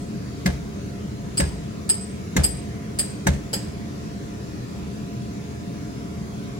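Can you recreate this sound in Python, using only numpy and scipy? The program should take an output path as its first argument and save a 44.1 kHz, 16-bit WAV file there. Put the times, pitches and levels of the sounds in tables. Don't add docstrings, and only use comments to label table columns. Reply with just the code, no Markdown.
import sys
import numpy as np
from scipy import signal
from scipy.fft import rfft, irfft, next_fast_len
from scipy.io import wavfile
from scipy.ndimage import uniform_filter1d, map_coordinates

SR = 44100
rng = np.random.default_rng(int(sys.argv[2]) if len(sys.argv) > 2 else 0)


def output_pcm(signal):
    pcm = np.clip(np.atleast_2d(signal).T, -1, 1) * 32767
    wavfile.write(sys.argv[1], SR, np.round(pcm).astype(np.int16))


N = 290619
T = np.arange(int(0.6 * SR)) / SR
SIDES = np.array([[1], [-1]])


def amp(db):
    return 10 ** (np.asarray(db) / 20)


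def unit(x):
    return x / np.sqrt(np.mean(x ** 2) + 1e-20)


def burst(x):
    power = uniform_filter1d(x ** 2, size=882, axis=1)
    return x / np.sqrt(power.max(axis=1, keepdims=True) + 1e-20)


def along(points, hz):
    f, v = np.transpose(points)
    return np.interp(np.log(hz + 1), np.log(f + 1), v)


def wobble(rate):
    knots = rng.standard_normal(int(N * rate / SR) + 4)
    return map_coordinates(knots, [np.arange(N) * rate / SR])


def filtered(x, response):
    n = x.shape[-1]
    m = next_fast_len(n + SR // 2)
    return irfft(rfft(x, m) * response(np.fft.rfftfreq(m, 1 / SR)), m)[..., :n]


def add(track, s, hit):
    start = round(s * SR)
    lo, hi = max(start, 0), min(start + hit.shape[1], N)
    track[:, lo:hi] += hit[:, lo - start:hi - start]


LEAD_S = 0.00039


def ports(hz):
    return np.exp(1j * np.pi * hz * LEAD_S * SIDES)


# [frequency_hz, power share before its 0.995 cap]
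DIRECT_SHARE = [(60, 1), (130, 0.96), (290, 0.71), (640, 0.21), (1500, 0)]


def rush(spectrum, patchy_db):
    z = signal.stft(rng.standard_normal((3, N)), nperseg=1024)[2]
    field = uniform_filter1d(rng.standard_normal(z.shape[1:]), size=6, axis=0)
    field = uniform_filter1d(field, size=10, axis=1)
    air = signal.istft(z * amp(patchy_db * unit(field)), nperseg=1024)[1][:, :N]
    share = lambda hz: np.minimum(along(DIRECT_SHARE, hz), 0.995)
    direct = filtered(air[0], lambda hz: np.sqrt(share(hz)) * ports(hz))
    diffuse = filtered(air[1:], lambda hz: np.sqrt(1 - share(hz)))
    centre = lambda hz: np.sqrt(1 + share(hz) * np.cos(2 * np.pi * hz * LEAD_S))
    pair = filtered(direct + diffuse, lambda hz: amp(along(spectrum, hz)) / centre(hz))
    return pair / np.std(pair.mean(axis=0))


# [frequency_hz, relative # level_db per Hz]
ROAR_SPECTRUM = [(25, -41), (38, -14.5), (56, -8.5), (84, -0.5), (100, -8.5), (120, 1.5), (145, -3),
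                 (212, 0.5), (245, -17.5), (295, -4.5), (350, -16), (400, -9.5), (525, -22), (700, -24),
                 (850, -41.5), (1500, -100)]
HISS_SPECTRUM = [(470, -26), (800, -4), (1000, -2.5), (1400, -5), (2200, -5), (3000, -9.5), (5000, -9.5),
                 (7000, -10), (9000, -21), (11000, -16), (12600, -28), (16000, -22.5)]
# [mean pitch_hz, relative level_db]
HUM_TONES = [(215.3, -44), (263.8, -48.5), (387.6, -58), (559.9, -59), (694, -52.5), (1001, -59),
             (1120, -68), (1270, -61), (1389, -62)]


def blower(roar_db=-32.5, hiss_db=-49.5, waver_hz=3.604, flutter_db=0.5, diffuse_db=-7, swell_db_per_s=0.28):
    air = amp(roar_db) * rush(ROAR_SPECTRUM, patchy_db=0.05)
    air += amp(hiss_db) * rush(HISS_SPECTRUM, patchy_db=2.0)

    def tone(hz):
        flutter = amp(flutter_db * wobble(7))
        turns = np.cumsum(hz + waver_hz * wobble(14)) / SR
        return unit(flutter * np.sin(2 * np.pi * turns))

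    tones = lambda: sum(amp(db) * tone(hz) for hz, db in HUM_TONES)
    hum = filtered(tones(), ports) + amp(diffuse_db) * np.array([tones(), tones()])
    since_middle = (np.arange(N) - N / 2) / SR
    return air + amp(swell_db_per_s * since_middle) * hum


def crunch(rise, t60):
    cloud = rfft(rng.standard_normal(len(T)) * (1 - np.exp(-T / rise)) * amp(-60 * T / t60))
    even = cloud / (np.abs(cloud) + np.abs(cloud).mean() / 2)
    slips = irfft(even, len(T)) * (T < T[-1] / 2)
    return slips / np.linalg.norm(slips)


# [frequency_hz, t60_s]
YARD_DECAY = [(100, 0.19), (600, 0.22), (2000, 1), (5000, 0.58), (8000, 0.48), (15000, 0.27)]


def yard(routes, scatter_db, tail_db, scatter_t60, echo_s, echo_t60, echo_db):
    paths = np.zeros((2, len(T)))
    for delay, db, offset in routes:
        paths[0, round(delay * SR) + round(max(-offset, 0) * SR)] += amp(db)
        paths[1, round(delay * SR) + round(max(offset, 0) * SR)] += amp(db)
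    scatter = rng.standard_normal(paths.shape) * amp(-60 * T / scatter_t60) * (1 - np.exp(-T / 0.0025))
    hz, t, z = signal.stft(rng.standard_normal(paths.shape), SR, nperseg=256)
    fade = amp(-60 * t / along(YARD_DECAY, hz)[:, None])
    tail = signal.istft(z * fade, SR, nperseg=256)[1][:, :len(T)]
    age = np.maximum(T - echo_s, 0)
    echo = rng.standard_normal(paths.shape) * (1 - np.exp(-age / 0.0043)) * amp(-60 * age / echo_t60)
    far = unit(tail * (1 - np.exp(-T / 0.0059))) + amp(echo_db) * unit(echo)
    return unit(paths) + amp(scatter_db) * unit(scatter) + amp(tail_db) * far


def heard(x, way):
    return burst(signal.fftconvolve(np.atleast_2d(x), way, axes=1)[:, :len(T)])


def ring(hz, t60):
    return np.sin(2 * np.pi * hz * T) * amp(-60 * T / t60)


def cluster(modes, damping, pitch=1, vary_db=1.5, detune=0.001):
    total = np.zeros(len(T))
    for hz, db, t60 in modes:
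        level, shift = rng.standard_normal(2)
        mode = ring(pitch * hz * (1 + detune * shift), t60 / (1 + damping))
        total += amp(db + vary_db * level) * mode
    return total


# [start_s, blow reference level_db, lower ring level_db, lower pitch_hz,
# upper ring level_db, upper pitch_hz, high overtones level_db, shank clank level_db, grip of the soil 0-1]
CLINK_BLOWS = [(-0.1, -45, -38, 4980, -28, 8030, -42, -46, 0),
               (1.373, -33, -28, 4965, -19.5, 8076, -35.5, -35, 0),
               (1.8922, -47, -26.5, 4975, -14, 8063, -36, -36, 0.1),
               (2.436, -29.5, -24, 4970, -16.5, 8090, -28.5, -37, 0.17),
               (2.988, -28, -26.5, 4930, -20, 8104, -29.5, -39, 0.33),
               (3.531, -28, -26.5, 4980, -28, 7900, -32, -32.5, 0.7)]
# [frequency_hz, relative level_db per Hz]
CONTACT_SPECTRUM = [(60, -8), (200, 12), (330, 14.5), (560, 11), (1050, 0), (1900, 5.5), (3000, -1),
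                    (4100, 1), (6000, -5), (8300, 20), (9600, -21), (11200, -12), (12300, -25), (15400, 7)]
# [delay_s, relative level_db, left-right time offset_s, freely chosen to spread
STAKE_ROUTES = [(0, 9, .0002), (.003, -0.5, -0.0053), (.0065, 14, .0002), (.0105, 9, -.00045),
                (.0128, 7.5, .0003), (.118, -9, .0002)]
# [ratio to ring pitch, relative level_db, ungripped t60_s]
LOWER_MODES = [(.957, -15, 0.076), (.98, 6, 0.13), (1, 9.5, 0.052), (1.019, 9, .085), (1.055, -8, 0.079)]
UPPER_MODES = [(.968, -14, .06), (.986, -16, 0.065), (1, 8, 0.115), (1.008, 15.5, 0.115),
               (1.022, -17, 0.07), (1.043, -23, .055)]
# [pitch_hz, relative level_db, ungripped t60_s]
HIGH_MODES = [(10330, 8, 0.04), (10640, 7, 0.061), (11500, 3, 0.096), (10970, -8, 0.095), (14700, -9, .05),
              (15350, -5, .06)]
# [pitch_hz, relative level_db, t60_s]
SHANK_MODES = [(1845, 1, 0.052), (2510, -3, 0.057), (3110, 8, 0.027), (3385, 5.5, 0.043), (4550, -5, .03),
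               (6590, 11, 0.029), (8300, 4.5, 0.037), (10200, -12, 0.021)]
# [pitch_hz, level_db relative to the blow, t60_s]
SOIL_MODES = [(149, -5, 0.14), (568, -2, 0.056), (837, -8, 0.059)]


def clinks(contact_db=-1, scrape_db=-6, scrape_t60=0.35):
    track = np.zeros((2, N))
    lower_damps, upper_damps = 2.3, 2
    colour = lambda hz: amp(along(CONTACT_SPECTRUM, hz))
    dull = lambda hz: colour(hz) / (1 + (hz / 8000) ** 2)
    for s, blow, lower, lower_hz, upper, upper_hz, high, shank, grip in CLINK_BLOWS:
        way = yard(STAKE_ROUTES, scatter_db=1.0, tail_db=-8.5, scatter_t60=0.13,
                   echo_s=0.126, echo_t60=0.15, echo_db=-18)
        click = filtered(crunch(rise=0.0011, t60=0.0023), colour)
        hit = amp(blow + contact_db) * heard(click, way)
        scrape = rng.standard_normal((2, len(T))) * (1 - np.exp(-T / 0.0092)) * amp(-60 * T / scrape_t60)
        hit += amp(blow + scrape_db) * burst(filtered(scrape, dull))
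        hit += amp(lower) * heard(cluster(LOWER_MODES, lower_damps * grip, lower_hz), way)
        hit += amp(upper) * heard(cluster(UPPER_MODES, upper_damps * grip, upper_hz), way)
        hit += amp(high) * heard(cluster(HIGH_MODES, upper_damps * grip, detune=0.002), way)
        hit += amp(shank) * heard(cluster(SHANK_MODES, 0, detune=0.009), way)
        for hz, db, t60 in SOIL_MODES:
            hit += grip * amp(blow + db) * heard(ring(hz, t60), way)
        add(track, s, hit)
    return track


# [settled pitch_hz, relative level_db, delay_s after the boom begins, rise_s, t60_s]
BOOM_MODES = [(72.7, 3, 0.014, 0.025, 0.21), (54.3, -11.5, 0.0038, 0.013, 0.95),
              (100.4, -17, 0.0051, 0.02, 0.72), (137.6, -4.5, 0.00068, 0.0061, 0.4),
              (178.7, 2, 0.0027, 0.016, 0.11), (271, -2, 0.0013, 0.0008, 0.056),
              (397.3, -14, 0.00701, 0.0019, 0.088)]


def boom(sag=0.053, sag_s=0.029, vary_db=2.7):
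    total = np.zeros(len(T))
    for hz, db, delay, rise, t60 in BOOM_MODES:
        age = np.maximum(T - delay, 0)
        swell = (age / rise) ** 2 / (1 + (age / rise) ** 2) * amp(-60 * age / t60)
        turns = hz * (age + sag * sag_s * (1 - np.exp(-age / sag_s)))
        level = amp(db + vary_db * rng.standard_normal())
        total += level * swell / swell.max() * np.sin(2 * np.pi * turns)
    return burst(filtered(total, ports))


# [pitch_hz, relative level_db, t60_s]
KNOCK_MODES = [(558, -3, 0.061), (700, -12, 0.069), (881, -11.5, 0.071), (1056, -10.5, 0.025),
               (1280, -29, 0.029), (1654, 5, 0.033), (1850, -11, 0.031), (2067, 0, 0.038),
               (2225, -6.5, 0.026), (2360, -8.5, 0.023), (2876, -8, .028), (3170, -10, 0.031),
               (3726, 0, 0.032), (6300, -6, 0.03)]
# [frequency_hz, phase lead of the left microphone in radians]
KNOCK_PHASE_LEADS = [(550, 2.2), (870, 1.5), (1650, -1.9), (2070, -1), (2400, -0.2), (3700, -2)]


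def knock(hardness, rise_s=0.0033, vary_db=5.0, detune=0.003, edge_hz=1900):
    total = np.zeros((2, len(T)))
    for hz, db, t60 in KNOCK_MODES:
        level, shift, phase = rng.standard_normal(3)
        turn = 2 * np.pi * (hz * (1 + detune * shift) * T + phase)
        turn = turn + along(KNOCK_PHASE_LEADS, hz) / 2 * SIDES
        level_db = db + vary_db * level + hardness * (hz > edge_hz)
        total += amp(level_db - 60 * T / t60) * np.sin(turn)
    return burst(total * (1 - np.exp(-T / rise_s)))


# [frequency_hz, relative level_db per Hz]
SHUDDER_SPECTRUM = [(30, -32), (70, -6), (170, -0.5), (350, -1), (530, -3.5), (750, -9.5), (1200, -17.5),
                    (2200, -19.5), (5000, -24.5), (9000, -27.5), (13000, -44)]


def shudder(rise_s=0.0074, low_t60=0.29, high_t60=0.28, split_hz=900, grain_db=2.5, grain_size=110):
    grains = amp(grain_db * unit(uniform_filter1d(rng.standard_normal(len(T)), size=grain_size)))
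    chatter = grains * rng.standard_normal((2, len(T)))
    chatter = filtered(chatter, lambda hz: amp(along(SHUDDER_SPECTRUM, hz)))
    low = filtered(chatter, lambda hz: 1 / (1 + (hz / split_hz) ** 4))
    fading = low * amp(-60 * T / low_t60) + (chatter - low) * amp(-60 * T / high_t60)
    return burst((1 - np.exp(-T / rise_s)) * fading)


def rebounds(first_s=0.017, gap_s=0.011, scatter=0.3, loss_db=6.0, vary_db=3.0, count=7):
    total = np.zeros((2, len(T)))
    for k, (late, level) in enumerate(rng.standard_normal((count, 2))):
        start = round(abs(first_s + gap_s * (k + scatter * late)) * SR)
        contact = knock(hardness=-5.5, rise_s=0.0012, vary_db=1, detune=0.004)
        total[:, start:] += amp(vary_db * level - loss_db * k) * contact[:, :len(T) - start]
    return burst(total)


# [crack start_s, strength level_db, hardness as extra treble_db, body knock relative level_db]
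HEAVY_BLOWS = [(0.4589, -19.5, -0.5, -3), (1.4, -19.5, -9, -3.5), (2.3648, -16.5, 0.5, -3.5),
               (3.2682, -16.5, -5.5, -1.5)]
# [frequency_hz, relative level_db per Hz]
CRACK_SPECTRUM = [(120, 1.5), (450, 2), (800, -19), (1350, 1), (1900, 6), (2900, -10), (4600, -3),
                  (6200, 1.5), (8300, -4), (11300, -29), (12300, -44), (14200, -40), (15400, -23)]
# [delay_s, relative level_db, left-right time offset_s, freely chosen to spread
THUD_ROUTES = [(0, 7, -0.015), (.0026, -6, 0.014), (.0058, 1, -.00045), (.0074, 23, .0001)]


def thuds(crack_db=-5.0, rebound_db=-13, boom_db=0.76, rattle_db=-7, lead_in_db=-20, grit_db=-4):
    track = np.zeros((2, N))
    boom_lead_s, lead_in_s = 0.00819, 0.0063
    soft = lambda hz: amp(along(CRACK_SPECTRUM, hz))
    for s, strength, hardness, knock_db in HEAVY_BLOWS:
        way = yard(THUD_ROUTES, scatter_db=7, tail_db=-7.0, scatter_t60=0.046,
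                   echo_s=0.062, echo_t60=0.22, echo_db=-6)
        add(track, s - boom_lead_s, amp(strength + boom_db) * boom())
        lead_in = heard(filtered(crunch(rise=0.003, t60=0.042), soft), way)
        add(track, s - lead_in_s, amp(strength + lead_in_db) * lead_in)
        push = (T == 0) + amp(grit_db) * crunch(rise=0.0014, t60=0.0017)
        colour = lambda hz: soft(hz) * amp(hardness * hz ** 4 / (hz ** 4 + 2500 ** 4))
        crack = amp(crack_db) * heard(filtered(push, colour), way)
        body = amp(knock_db) * knock(hardness) + amp(rebound_db) * rebounds()
        add(track, s, amp(strength) * (crack + body + amp(rattle_db) * shudder()))
    return track


def scene(pan_db=0.16):
    return blower() * amp(pan_db * SIDES) + clinks() + thuds()


def record(dry, low_cut_hz=32, top_hz=16000):
    return filtered(dry, lambda hz: (hz < top_hz) * hz ** 3 / np.sqrt(hz ** 6 + low_cut_hz ** 6))


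dry = scene()
out = record(dry)
output_pcm(out)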